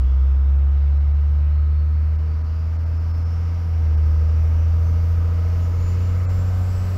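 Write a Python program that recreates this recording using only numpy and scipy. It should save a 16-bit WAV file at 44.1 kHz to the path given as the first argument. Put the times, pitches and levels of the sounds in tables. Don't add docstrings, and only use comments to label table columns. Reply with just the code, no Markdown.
import sys
import numpy as np
from scipy import signal
from scipy.fft import rfft, irfft, next_fast_len
from scipy.io import wavfile
from scipy.ndimage import uniform_filter1d, map_coordinates

SR = 44100
rng = np.random.default_rng(int(sys.argv[2]) if len(sys.argv) > 2 else 0)


def store_pcm(level_fs):
    pcm = np.round(np.clip(level_fs, -1, 1) * 32767).astype(np.int16)
    wavfile.write(sys.argv[1], SR, np.atleast_2d(pcm).T)


def volts_from_decibels(level):
    exponent = np.asarray(level, float) / 20
    return 10 ** exponent


N = 307377
TIME = np.arange(N) / SR
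CYLINDERS = 6

# centre f/Hz, width f/Hz, lift level/dB
PANEL_MODES = [(230, 25, 5), (285, 30, 4), (475, 50, 6), (575, 25, 3), (640, 70, 3), (765, 45, 4),
               (825, 30, -5), (965, 50, 3), (1230, 70, 3), (1280, 50, 5), (1550, 60, 3), (2100, 250, 3)]


def curves(table):
    s, *columns = np.transpose(table)
    return [np.interp(TIME, s, column) for column in columns]


def unit(x):
    return x / np.sqrt(np.mean(x ** 2))


def lift(hz, modes):
    return sum(lift_db / (1 + (2 * (hz - centre_hz) / width_hz) ** 2) for centre_hz, width_hz, lift_db in modes)


def colour(x, points, modes=()):
    size = next_fast_len(N)
    hz = np.maximum(np.arange(size // 2 + 1) * SR / size, 1)
    points_hz, points_db = np.transpose(points)
    db = np.interp(np.log(hz), np.log(points_hz), points_db, left=-90, right=-90)
    return unit(irfft(rfft(x, size) * volts_from_decibels(db + lift(hz, modes)), size)[:N])


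def walk(rate, size=32):
    hold = int(SR / size / rate)
    held = np.repeat(rng.standard_normal(N // size // hold + 2), hold)
    slewed = unit(uniform_filter1d(uniform_filter1d(held, hold), hold))
    return np.interp(np.arange(N) / size, np.arange(len(slewed)), slewed)


def patchy(points, modes=(), rate=6, patchy_db=1.2, count=6):
    band_edges = np.geomspace(points[0][0], points[-1][0], count + 1)
    size = next_fast_len(N)
    hz = np.arange(size // 2 + 1) * SR / size
    spectrum = rfft(colour(rng.standard_normal(N), points, modes), size)
    total = np.zeros(N)
    for low, high in zip(band_edges, band_edges[1:]):
        band = irfft(spectrum * (hz >= low) * (hz < high), size)[:N]
        total += volts_from_decibels(patchy_db * walk(rate)) * band
    return unit(total)


def exhaust(hz, firings, boom_db, load_db):
    # cycles in two crank turns, level/dB at mean load, growth/dB per dB of load
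    pipe_orders = [(3, -53.4, .9), (4, -54.7, 2.5), (9, -59.3, .6), (10, -61, 1.3), (12, -44.3, .1),
                   (15, -67.1, 1.4), (18, -66.9, -.7), (20, -75.2, 0), (24, -76, -.6), (28, -76.5, 2.8),
                   (30, -71, -.9), (32, -73.1, 1.5), (33, -76, .5), (34, -71.8, 2.3), (36, -70.5, 1.2),
                   (38, -72, 3), (40, -73.5, 1.2), (42, -72, .6), (44, -70, 1.9), (46, -73, .8)]
    # cycles in two crank turns, level/dB at mean load,
    # growth/dB per dB of load
    panel_orders = [(2, -55, 4.5), (5, -51.5, 2.5), (8, -53.5, 0), (16, -66.5, 0.5), (22, -65, -0.1),
                    (26, -64, 3.4), (48, -68.5, -0.5)]
    # centre f/Hz, width f/Hz, lift level/dB
    cab_modes = [(50, 17, 16), (117, 29, 16), (135, 5, -9), (161, 4, -5), (241, 42, 11.3), (280, 39, 13.1),
                 (310, 11, 13.2), (345, 50, 11), (428, 40, 10), (470, 45, 13.5), (508, 27, 6.6),
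                 (574, 18, 9), (624, 20, 11), (655, 23, 6)]
    shift_s, shift_db = 3.85, 2
    out = volts_from_decibels(boom_db + .3 * walk(12)) * np.sin(2 * np.pi * (firings + .07))
    slow = slice(None, None, 64)
    gear_db = shift_db / 2 * np.tanh((TIME[slow] - shift_s) / .1)
    for orders, modes, waver_db, rate in ((pipe_orders, cab_modes, 1.3, 9), (panel_orders, PANEL_MODES, 3.77, 5)):
        for cycles, db, growth in orders:
            multiple = cycles / CYLINDERS
            order_db = db + gear_db + growth * load_db[slow]
            order_db = order_db + lift(multiple * hz[slow], modes) + waver_db * walk(rate)[slow]
            tone = np.sin(2 * np.pi * (multiple * firings + rng.random()))
            out += np.interp(TIME, TIME[slow], volts_from_decibels(order_db)) * tone
    return np.sqrt(2) * out


def clatter(firings, clatter_db):
    # f/Hz, level/dB per Hz
    tick_response = [(90, -25), (200, -7.5), (400, -9.5), (700, 1.5), (1000, 3), (1400, 0.5), (2000, -8.5),
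                     (3000, -12), (4500, -18), (6000, -30.5)]
    # f/Hz, level/dB per Hz
    body_response = [(90, -21.5), (105, -3.5), (150, 0.5), (190, -12), (260, -10), (400, -18.5),
                     (700, -18.5), (1000, -20.5), (1400, -22.5), (2000, -28), (3000, -30), (4000, -60.5)]
    ticks_db, knock_db = -4.5, -14.5
    changes_per_s = 1.377
    steps = 1024
    angle = (firings + .012 * walk(15)) / CYLINDERS % 1 * steps
    patterns = rng.standard_normal((16, steps + 1))
    patterns[:, -1] = patterns[:, 0]
    age = np.clip(changes_per_s * TIME, 0, 14)
    old = age.astype(int)
    fade = np.pi / 2 * (age - old)
    old_ticks = map_coordinates(patterns, [old, angle], order=1)
    new_ticks = map_coordinates(patterns, [old + 1, angle], order=1)
    ticks = np.cos(fade) * old_ticks + np.sin(fade) * new_ticks
    knock = np.diff(np.floor(firings), prepend=0.)
    repeating = colour(unit(ticks) + 2 * volts_from_decibels(knock_db) * unit(knock), tick_response, PANEL_MODES)
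    loose = patchy(body_response, PANEL_MODES, rate=7, patchy_db=1.5, count=8)
    return volts_from_decibels(clatter_db) * (volts_from_decibels(ticks_db) * repeating + loose)


def turbo():
    # t/s, f/Hz, level/dB
    whistle = [(0.0, 3327, -70), (0.72, 3827, -76), (0.96, 3950, -71), (1.2, 4049, -75), (1.8, 4345, -71),
               (2.16, 4570, -76), (2.4, 4733, -67), (2.76, 5022, -69), (3.24, 5344, -64), (3.6, 5552, -67),
               (3.84, 5647, -76), (4.1, 5640, -68), (4.56, 5896, -70), (5.0, 6300, -72), (5.4, 6670, -80),
               (5.85, 7045, -62), (6.2, 7312, -66), (6.97, 7875, -65)]
    hz, db = curves(whistle)
    turns = np.cumsum(hz + 10 * walk(30)) / SR
    tone = volts_from_decibels(db - 1.3 + walk(9)) * (1 + .7 * walk(30)) * np.sin(2 * np.pi * turns)
    breath = colour(rng.standard_normal(N), [(20, -2.5), (300, -7.0), (900, -13.5)])
    swirl = volts_from_decibels(-67 + 0.6 * (db - db.mean())) * np.sin(2 * np.pi * .95 * turns)
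    octave = volts_from_decibels(-75 + 3.0 * (TIME - TIME[-1])) * np.sin(4 * np.pi * turns)
    return np.sqrt(2) * (tone + breath * (swirl + octave))


def intake_rush(load_db):
    # f/Hz, level/dB per Hz
    rush_response = [(1760, -26.5), (3000, -12.5), (3410, -5), (3850, -4), (4600, 1.5), (5300, 0),
                     (5790, -1), (6460, -5), (7520, -15.5), (8560, -32)]
    # centre f/Hz, width f/Hz, lift level/dB
    duct_modes = [(3470, 76, 3), (4900, 80, 1), (5240, 200, 4.5), (5730, 89, 5.5), (7000, 290, 5)]
    rush_db = -67 + 1.9 * load_db
    return volts_from_decibels(rush_db + 0.36 * walk(10)) * patchy(rush_response, duct_modes, rate=6.4, patchy_db=1.0)


def trim_buzz(clatter_db):
    # f/Hz, level/dB per Hz
    dash_response = [(1500, -11.5), (1900, -0.5), (2150, 1.5), (2500, -1), (3100, -8)]
    # centre f/Hz, width f/Hz, lift level/dB
    trim_modes = [(1930, 60, 3.5), (2160, 64, 3), (2400, 60, -7), (2500, 70, 4), (2980, 64, 4.5)]
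    buzz = patchy(dash_response, trim_modes, rate=14, patchy_db=2.5, count=5)
    return volts_from_decibels(clatter_db - 17 + 1.2 * walk(11)) * buzz


def road():
    # f/Hz, level/dB per Hz
    rumble_response = [(3, -22), (15, -14.5), (25, -6.5), (38, -1), (52, -4.5), (70, -5), (95, -12.5),
                       (125, -8), (160, -22), (200, -27.5)]
    jolt_db, jolt_s = 9.5, 0.14
    road_db = -40.5 + 0.72 * TIME + jolt_db * np.exp(-TIME / jolt_s)
    return volts_from_decibels(road_db + 1.6 * walk(3.5)) * colour(rng.standard_normal(N), rumble_response)


def wind():
    # f/Hz, level/dB per Hz
    wind_response = [(6000, -24.5), (7500, 1), (8600, -7.5), (10400, -4), (11800, 2.5), (13500, -2.5),
                     (15000, 0.5), (15720, -2.5)]
    draught_db, draught_s = 4, .35
    wind_db = -80.5 + 3 * TIME + draught_db * np.exp(-TIME / draught_s)
    return volts_from_decibels(wind_db + .7 * walk(12)) * patchy(wind_response, rate=9, patchy_db=0.6, count=4)


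def scene():
    # t/s, firing rate f/Hz, cab boom level/dB
    revs = [(0, 63.8, -15), (0.2, 66.62, -14.5), (0.6, 69.3, -14.8), (1.1, 72.15, -15),
            (1.75, 74.82, -16.5), (2.1, 76.9, -17.5), (2.4, 78.53, -20.5), (2.75, 80.9, -20.5),
            (3, 81.3, -19.5), (3.5, 84.12, -20.5), (3.6, 84.6, -22), (3.76, 81.45, -18),
            (3.92, 77.3, -16.5), (4.07, 77.3, -15.5), (4.9, 82.85, -16), (5.5, 85.12, -18.5),
            (6.4, 90.88, -18.4), (6.97, 91.64, -20.5)]
    # t/s, clatter level/dB over the pull-away
    engine_load = [
        (0.0, 0.5),
        (1.9, 0),
        (3.5, 3.2),
        (4.3, 3.5),
        (5.5, 5),
        (6.97, 6.5),
    ]
    hz, boom_db = curves(revs)
    load_db, = curves(engine_load)
    clatter_db = -47 + load_db
    firings = np.cumsum(hz) / SR
    engine = exhaust(hz, firings, boom_db, load_db - load_db.mean()) + clatter(firings, clatter_db)
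    air = turbo() + intake_rush(load_db)
    return (engine + air + trim_buzz(clatter_db) + road() + wind())[None]


def top_cut(x):
    return signal.sosfilt(signal.butter(12, 16670, fs=SR, output="sos"), x)


def record(dry):
    # t/s, length t/s, depth level/dB
    dropouts = [(.575, .016, -17), (.991, .018, -17), (1.131, .018, -18), (2.175, .018, -17),
                (2.432, .014, -17), (2.78, .016, -17), (2.85, .015, -17), (2.988, .014, -18),
                (3.129, .015, -18), (3.244, .014, -19), (3.964, .014, -18), (6.274, .028, -38)]
    slices_hz = [2050, 2350, 2600, 3200, 3900, 4350, 5200, 5450, 5800, 6200, 6900, 7400]
    gain = volts_from_decibels(sum(db * np.exp(-((TIME - s) / (length / 2)) ** 4) for s, length, db in dropouts))
    size = next_fast_len(N)
    hz = np.arange(size // 2 + 1) * SR / size
    slices = sum(np.exp(-((hz - kept_hz) / 40) ** 2) for kept_hz in slices_hz)
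    survives = (hz < 1800) + 1.8 * slices
    starved = irfft(rfft(dry, size) * survives, size)[:, :N]
    mix = gain * dry + (1 - gain) * starved
    low_pass = signal.ellip(12, .2, 60, 15720, fs=SR, output="sos")
    return top_cut(signal.sosfilt(low_pass, mix))


dry = scene()
out = record(dry)
store_pcm(out)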